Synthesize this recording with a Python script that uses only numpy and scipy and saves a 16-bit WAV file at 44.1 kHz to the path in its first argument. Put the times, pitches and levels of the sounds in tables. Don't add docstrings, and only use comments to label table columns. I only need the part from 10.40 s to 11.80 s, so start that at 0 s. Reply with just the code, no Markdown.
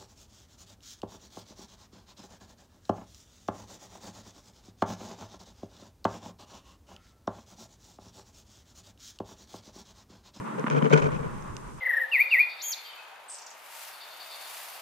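import sys
import numpy as np
from scipy import signal
from scipy.fft import rfft, irfft, next_fast_len
from scipy.io import wavfile
from scipy.ndimage import uniform_filter1d, map_coordinates

SR = 44100
rng = np.random.default_rng(int(sys.argv[2]) if len(sys.argv) > 2 else 0)


def wav_out(sig):
    wavfile.write(sys.argv[1], SR, np.round(np.clip(np.atleast_2d(sig).T, -1, 1) * 32767).astype(np.int16))


def gain_from_db(level_db):
    decades = np.asarray(level_db, float) / 20
    return 10 ** decades


N = 61740

# t/s, level/dB
HALL_RUSH_LEVEL = [
    (0.0, -40.5),
    (0.526, -40),
    (0.954, -44),
    (1.4, -49.5),
]
# f/Hz, level/dB
RUSH_MID = [(59, -37), (100, -42), (119, -4.5), (237, -1.5), (260, -6.5), (299, -7), (657, -16.5),
            (1040, -8), (4000, -38.5), (5200, -52), (8800, -120)]
RUSH_SIDE = [(59, -49), (100, -8), (124, -11.5), (230, -4.5), (468, -15), (521, -6.5), (699, -15),
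             (1010, -7), (4000, -43.5), (5200, -74), (8800, -120)]
# f/Hz, level/dB
HISS_SPECTRUM = [(1470, -27), (2500, -2.5), (4400, -8.5), (4600, -5.5), (5870, -3.5), (6470, -2.5),
                 (8710, -4.5), (13800, -16.5), (14800, -43)]
# f/Hz, level/dB
RUMBLE_SPECTRUM = [(15, -4.5), (40, -4), (70, -7.5), (100, -11.5), (130, -41)]
# t/s, level/dB
WIND_FILTER = [
    (0, 19),
    (.04, -25),
    (.49, -24),
    (.56, -1),
    (.64, 12.5),
    (.75, 13),
]
# t/s, length/s, level/dB, boom/dB, brightness/dB
ECHO_GROUPS = [(0.176, 0.024, -39.5, 2.5, -1), (0.262, 0.013, -42.5, 7.5, 9), (0.303, 0.032, -36, 12, 9),
               (0.342, 0.023, -32.5, 1, 1.5), (0.361, 0.018, -32, 6.5, 3), (0.376, .014, -38, -7, 5),
               (0.415, 0.011, -31.5, 12, 2.5), (0.437, 0.031, -33, 2.5, 3.5),
               (0.499, 0.015, -34.5, 9.5, 9.5), (0.512, 0.021, -33.5, 3, -5),
               (0.523, 0.014, -23, 9.5, 10.5), (0.549, 0.015, -27.5, 3, 3), (0.57, 0.011, -28, 3, 10.5),
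               (0.587, 0.013, -32.5, -9, 7), (0.614, 0.031, -33.5, 7.5, 6.5), (0.649, 0.02, -33, 3, 3),
               (0.679, 0.009, -37, 8, 0), (0.712, 0.026, -41, 8.5, 6.5), (0.738, 0.024, -42, 6.5, 7.5),
               (0.786, 0.017, -44.5, 8, 4.5), (0.823, 0.042, -44.5, 7, 4), (0.933, 0.089, -64, 16.5, 16)]
# f/Hz, width/Hz
RACKET_MODES = [(440, 24), (500, 5.3), (540, 3.3), (985, 69), (1165, 35), (1440, 160), (1525, 17),
                (2270, 220), (2450, 75), (3090, 140), (6200, 740)]
# f/Hz, level/dB
CRACK_MID = [(150, -35), (250, -13.5), (443, 0.5), (747, -15.5), (1470, -19.5), (2430, -27), (4680, -38.5),
             (6450, -44), (14000, -50)]
CRACK_SIDE = [(150, -32.5), (250, 5), (311, -8), (436, -1.5), (642, -4.5), (1370, -15.5), (3340, -43.5),
              (5930, -50), (14000, -60)]
# f/Hz, width/Hz, level/dB
BOOM_MODES = [(154.3, 37, 6), (223, 130, -9.5), (230, 8, -31)]
# f/Hz, level/dB
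ECHO_BALANCE = [(60, -19), (150, 4), (350, 6), (700, 4.5), (1300, -2), (2400, 3), (5000, -2.5), (9000, -4)]
# t/s, peak level/dB, left-right level/dB
TICKS = [
    (0.196, -34.5, 5),
    (.301, -30, -10),
    (0.4988, -42.5, -20),
    (1.024, -42, -7),
    (1.1671, -28, -6),
]
# f/Hz, level/dB, t60/s
SHELL_MODES = [(2790, -3, 0.008), (3500, -3, 0.004), (4270, -1, .003), (5300, 0, 0.004), (6260, 1.5, 0.008),
               (7000, -2, 0.004)]
# t/s, crack level/dB, thump level/dB, left-right level/dB, share from the side (0-1)
EARLY_PATHS = [(0.2405, -27, -21, -2.5, 0), (0.264, -28, -46, 0, 0.26), (0.2684, -21.5, -38, -5, 0.1),
               (0.2698, -19, -32, 2, 0.65), (0.2735, -18, -39, -4, 0.94), (0.2801, -20.5, -35, 2, 0.4),
               (0.2832, -19, -32, -2, 0.38), (.3012, -25, -31, 4, 0.26), (0.311, -20, -46, 10, 1),
               (.425, -20, -18, 6, 0.53), (0.447, -17, -25.5, -2, 0.95), (0.4584, -24, -53, 6, .8),
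               (.465, -21, -26.5, 4, 0.33), (0.517, -28, -31, 4, 1), (0.527, -21, -53, -7, 0.77),
               (0.53, -25, -30, 1, .8), (0.535, -22, -22.5, -5, .5)]
# f/Hz, width/Hz, level/dB
FRAME_MODES = [(1010, 270, 4.5), (1770, 590, 0), (2600, 890, -1.5)]
# t/s, f/Hz, peak level/dB, t60/s, left-right level/dB
FOCUSED_RINGS = [(0.2417, 1100, -18.5, 0.0065, -16), (.2657, 1350, -12.5, 0.0057, 0),
                 (.2686, 1730, -22.5, 0.0064, 1), (.2815, 1010, -15, 0.0046, -13),
                 (0.3006, 2400, -20, 0.0082, 6), (0.4268, 320, -19, 0.03, 4), (0.5337, 444, -13, 0.012, 12),
                 (.345, 259, -22, 0.054, 3), (.2695, 1050, -20, 0.017, -6), (.2415, 1900, -20, 0.0053, 0),
                 (.529, 12000, -55, 0.017, 0), (0.313, 1540, -29.5, .012, 3), (0.354, 1400, -33, 0.011, 0),
                 (0.364, 3220, -33.5, 0.01, -3), (0.379, 2480, -33, 0.013, -3),
                 (.390, 3080, -34, 0.011, -4), (0.414, 970, -26, 0.033, 0), (0.4242, 3060, -30, 0.014, 2),
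                 (0.4561, 3020, -30, 0.013, 1), (0.5143, 527, -14.5, 0.025, 10), (.515, 3800, -35, .012, 3),
                 (.526, 2340, -25.5, 0.029, 9), (0.529, 1501, -21, 0.044, -5), (.531, 3170, -29, .015, -2),
                 (.532, 7250, -34.5, 0.013, -5), (.533, 9400, -41.5, 0.014, 0),
                 (.5355, 6530, -34, 0.015, 0), (0.5368, 3185, -28, 0.029, -3),
                 (0.5378, 1445, -17, 0.034, -3), (0.5414, 2420, -24, 0.015, 0),
                 (.578, 6300, -46, 0.018, -2), (0.582, 2500, -31, .012, 4), (.599, 6760, -40, .015, -8),
                 (.608, 440, -27, .04, 9), (0.6224, 2540, -29.5, 0.013, 6), (0.642, 2480, -36, .015, 3),
                 (0.656, 2310, -41, 0.01, 0), (0.69, 1080, -25.5, 0.016, 0), (.7653, 2500, -39, 0.02, 6)]


def unit(x):
    return x / np.sqrt(np.mean(x ** 2) + 1e-20)


def along(points, hz):
    f, level_db = np.transpose(points)
    return gain_from_db(np.interp(np.log(hz + 1), np.log(f + 1), level_db))


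def curves(rows):
    t, *columns = np.transpose(rows)
    return [np.interp(np.arange(N) / SR, t, column) for column in columns]


def wobble(rate):
    knots = rng.standard_normal(int(N * rate / SR) + 4)
    return map_coordinates(knots, [np.arange(N) * rate / SR])


def filtered(x, response):
    m = 2 * next_fast_len(N // 2 + SR // 8)
    return irfft(rfft(x, m) * response(np.fft.rfftfreq(m, 1 / SR)), m)[..., :N]


def causal(gain):
    cepstrum = irfft(np.log(gain + 1e-6))
    half = len(cepstrum) // 2
    cepstrum[1:half] *= 2
    cepstrum[half + 1:] = 0
    return np.exp(rfft(cepstrum))


def ringing(modes, f):
    total = 0
    for k, (centre, width, db) in enumerate(modes):
        resonance = 1j * f * width / (centre * centre - f * f + 1j * f * width)
        total = total + (-1) ** k * gain_from_db(db) * resonance
    return total


def ports(mid, side):
    return np.array([mid + side, mid - side])


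def pan(db):
    return gain_from_db(np.array([[db], [-db]]) / 2)


def hall_rush():
    level_db, = curves(HALL_RUSH_LEVEL)
    side_db, gain_db, low_growth = -0.5, 2, 0.94
    colour = lambda f: [along(RUSH_MID, f), gain_from_db(side_db) * along(RUSH_SIDE, f)]
    rush = filtered(rng.standard_normal((2, N)), colour)
    lows = filtered(rush, lambda f: 1 / (1 + (f / 500) ** 4))
    swell_db = (low_growth - 1) * (level_db - level_db[-1])
    moving_lows = lows * gain_from_db(swell_db + 1.6 * wobble(25.1))
    moving_highs = (rush - lows) * gain_from_db(1.54 * wobble(29.67))
    return ports(*(gain_from_db(level_db + gain_db) * (moving_lows + moving_highs) / np.std(rush[0])))


def hiss():
    noise = filtered(rng.standard_normal((2, N)), lambda f: along(HISS_SPECTRUM, f))
    return gain_from_db(-60) * pan(-2.5) * unit(noise)


def rumble():
    level_db, side_db, lump_db, lumps_per_s = -61.5, -14, 2, 16
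    deep = lambda f: along(RUMBLE_SPECTRUM, f) * gain_from_db(-3 * np.clip(f - 130, 0, 30))
    steady = filtered(rng.standard_normal(N), deep)
    lumps = gain_from_db(lump_db * wobble(lumps_per_s)) * rng.standard_normal((2, N)) * gain_from_db([[0], [side_db]])
    return ports(*(gain_from_db(level_db) * filtered(lumps, deep) / np.std(steady)))


def frame_whine():
    frame_s, first_s, whine_s, ramp_s = 1.001 / 30, 0.008, 0.0045, 0.00034
    f_hz, level_db = 8520, -58
    t = np.arange(N) / SR
    since = (t - first_s) % frame_s
    gate = np.clip(np.minimum(since, whine_s - since) / ramp_s, 0, 1)
    return gain_from_db(level_db + 0.78 * wobble(21.0)) * gate * np.sin(2 * np.pi * f_hz * t)


def groups():
    rise_s, fall_t60_s = 0.0069, 0.063
    tail_s, tail_db, tail_t60_s, tail_bright_db, tail_boom_db = 0.3, -40, 0.88, -0.49, 2.5
    t = np.arange(N) / SR
    s, length, db, boom_db, bright_db = np.transpose(ECHO_GROUPS)[..., None]
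    fall_db = -60 * np.clip(t - s - length, 0, 1) / fall_t60_s
    shape = np.clip((t - s) / rise_s, 0, 1) * gain_from_db(db + fall_db)
    tail = (t > tail_s) * gain_from_db(tail_db - 60 * (t - tail_s) / tail_t60_s)

    def total(extra_db, extra_tail_db):
        power = np.sum((shape * gain_from_db(extra_db)) ** 2, axis=0)
        return np.sqrt(power + (tail * gain_from_db(extra_tail_db)) ** 2)

    return total(0, 0), total(bright_db, tail_bright_db), total(boom_db, tail_boom_db)


def struck_ball(spectrum, f):
    ring_db = 8.5
    boost = sum(np.abs(ringing([(centre, width, ring_db)], f)) ** 2 for centre, width in RACKET_MODES)
    return causal(along(spectrum, f) * np.sqrt(1 + boost))


def echo_crack(dull_level, bright_level):
    echoes_per_s, spread_db, side_db = 5000, 3.5, 7.5
    bright_hz, air_hz = 2120, 9200
    chance, sign, size = rng.random((3, 2, N))
    pulses = (chance < echoes_per_s / SR) * np.sign(sign - 0.5) * gain_from_db(-spread_db * np.log(size + 0.065))

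    def colour(f):
        both = np.array([struck_ball(CRACK_MID, f), gain_from_db(side_db) * struck_ball(CRACK_SIDE, f)])
        return both / (1 + (f / air_hz) ** 14)

    dull = lambda f: 1 / (1 + (f / bright_hz) ** 4)
    dull_part = filtered(pulses * dull_level, dull)
    flutter = gain_from_db(1.76 * wobble(200))
    bright_part = filtered(pulses * bright_level * flutter, lambda f: 1 - dull(f))
    return filtered(dull_part + bright_part, colour) / np.std(filtered(pulses, colour)[0])


def echo_boom(boom_level):
    f_hz, wander_rad, side_lag_rad = 147.46, 0.45, 1.63
    noise_db, level_db, side_db = -9.5 + 26.5, -2, 1

    def low(f):
        highpass = (1j * f / (110 + 1j * f)) ** 3
        return ringing(BOOM_MODES, f) * highpass / (1 + (f / 420) ** 4)

    phase = 2 * np.pi * f_hz * np.arange(N) / SR + wander_rad * wobble(20)
    side_phase = np.array([[0], [side_lag_rad]]) + np.array([[0], [0.6]]) * wobble(9.2)
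    note = np.sin(phase + side_phase)
    push = (note + gain_from_db(noise_db) * rng.standard_normal((2, N))) * gain_from_db([[0], [side_db]])
    return filtered(push * boom_level * gain_from_db(level_db), low) / np.std(filtered(push, low)[0])


def swarm():
    dull_level, bright_level, boom_level = groups()
    echoes = ports(*(echo_crack(dull_level, bright_level) + echo_boom(boom_level)))
    return filtered(echoes, lambda f: [along(ECHO_BALANCE, f) ** 0.5, along(ECHO_BALANCE, f) ** -0.5])


def ticks():
    snap_db, snap_t60_s, snap_top_hz = 4, 0.0018, 10800
    out, t = np.zeros((2, N + SR)), np.arange(SR // 20) / SR
    for s, db, pan_db in TICKS:
        ring = np.zeros((2, len(t)))
        for port in ring:
            for hz, level, t60 in SHELL_MODES:
                envelope = gain_from_db(level - 60 * t / t60) * (1 - np.exp(-t / 0.0001))
                port += envelope * np.sin(2 * np.pi * (hz * t + 0.51 * rng.random()))
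        noise = uniform_filter1d(rng.standard_normal((2, len(t) + 1)), size=3, axis=1)
        snap = gain_from_db(snap_db - 60 * t / snap_t60_s) * np.diff(noise)
        out[:, round(s * SR):][:, :len(t)] += gain_from_db(db - 8.5) * pan(pan_db) * (ring + snap)
    return 2 * filtered(out[:, :N], lambda f: 1 / (1 + 1j * f / snap_top_hz) ** 2)


def paths():
    thump_hz, thump_width_hz, thump_lag_s = 228, 59, 0.00184
    knock_top_hz, first_top_hz = 3430, 2100
    first, cracks, thumps = np.zeros((3, 2, N))
    for k, (s, crack_db, thump_db, pan_db, share) in enumerate(EARLY_PATHS):
        sides = pan(pan_db)[:, 0] * [1, np.cos(np.pi * share)]
        arrivals = first if k == 0 else cracks
        arrivals[:, round(s * SR)] += gain_from_db(crack_db) * sides
        thumps[:, round((s + thump_lag_s) * SR)] -= gain_from_db(thump_db) * pan(pan_db / 2)[:, 0]

    def sharp(f):
        return ringing(FRAME_MODES, f) / (1 + 1j * f / knock_top_hz) ** 4

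    def bent(f):
        return sharp(f) * causal(1 / (1 + (f / first_top_hz) ** 6))

    def soft(f):
        highpass = (1j * f / (150 + 1j * f)) ** 2
        return ringing([(thump_hz, thump_width_hz, 0)], f) / (1 + 1j * f / 500) ** 2 * highpass

    impulse, out = np.zeros(N), np.zeros((2, N))
    impulse[0] = 1
    for arrivals, response in ((cracks, sharp), (first, bent), (thumps, soft)):
        out += filtered(arrivals, response) / np.abs(filtered(impulse, response)).max()
    return out


def rings():
    rise_s = 0.0004
    out, t = np.zeros((2, N + SR)), np.arange(SR // 10) / SR
    for s, hz, db, t60, pan_db in FOCUSED_RINGS:
        note = gain_from_db(db - 60 * t / t60) * (1 - np.exp(-t / rise_s)) * np.sin(2 * np.pi * hz * t)
        out[:, round(s * SR):][:, :len(t)] += pan(pan_db) * note
    return out[:, :N]


def jolt():
    start_s, level_db, f_hz, t60_s, rise_s = 1.1, -37.5, 84.5, 0.03, 0.002
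    t = np.clip(np.arange(N) / SR - start_s, 0, 1)
    return gain_from_db(level_db - 60 * t / t60_s) * np.sin(2 * np.pi * f_hz * t) * (1 - np.exp(-t / rise_s))


def scene():
    background = hall_rush() + hiss() + rumble()
    camera = frame_whine() + ticks() + jolt()
    blow = swarm() + paths() + rings()
    return background + camera + blow


def roll_off(x):
    return signal.sosfilt(signal.butter(12, 14910, fs=SR, output="sos"), x)


def record(dry):
    wind_hz, top_hz = 118, 14800
    notch_hz, notch_width_hz, notch_depth = 740, 85, 0.62
    open_db, = curves(WIND_FILTER)
    lows = filtered(dry, lambda f: 1 / (1 + (f / wind_hz) ** 14))
    dip = lambda f: notch_depth * np.exp(-2 * ((f - notch_hz) / notch_width_hz) ** 2)
    notch = filtered(dry.mean(axis=0), dip)
    mix = filtered(dry - notch - lows * (1 - gain_from_db(open_db)), lambda f: 1 / (1 + (f / top_hz) ** 40))
    return roll_off(mix)


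dry = scene()
out = record(dry)
wav_out(out)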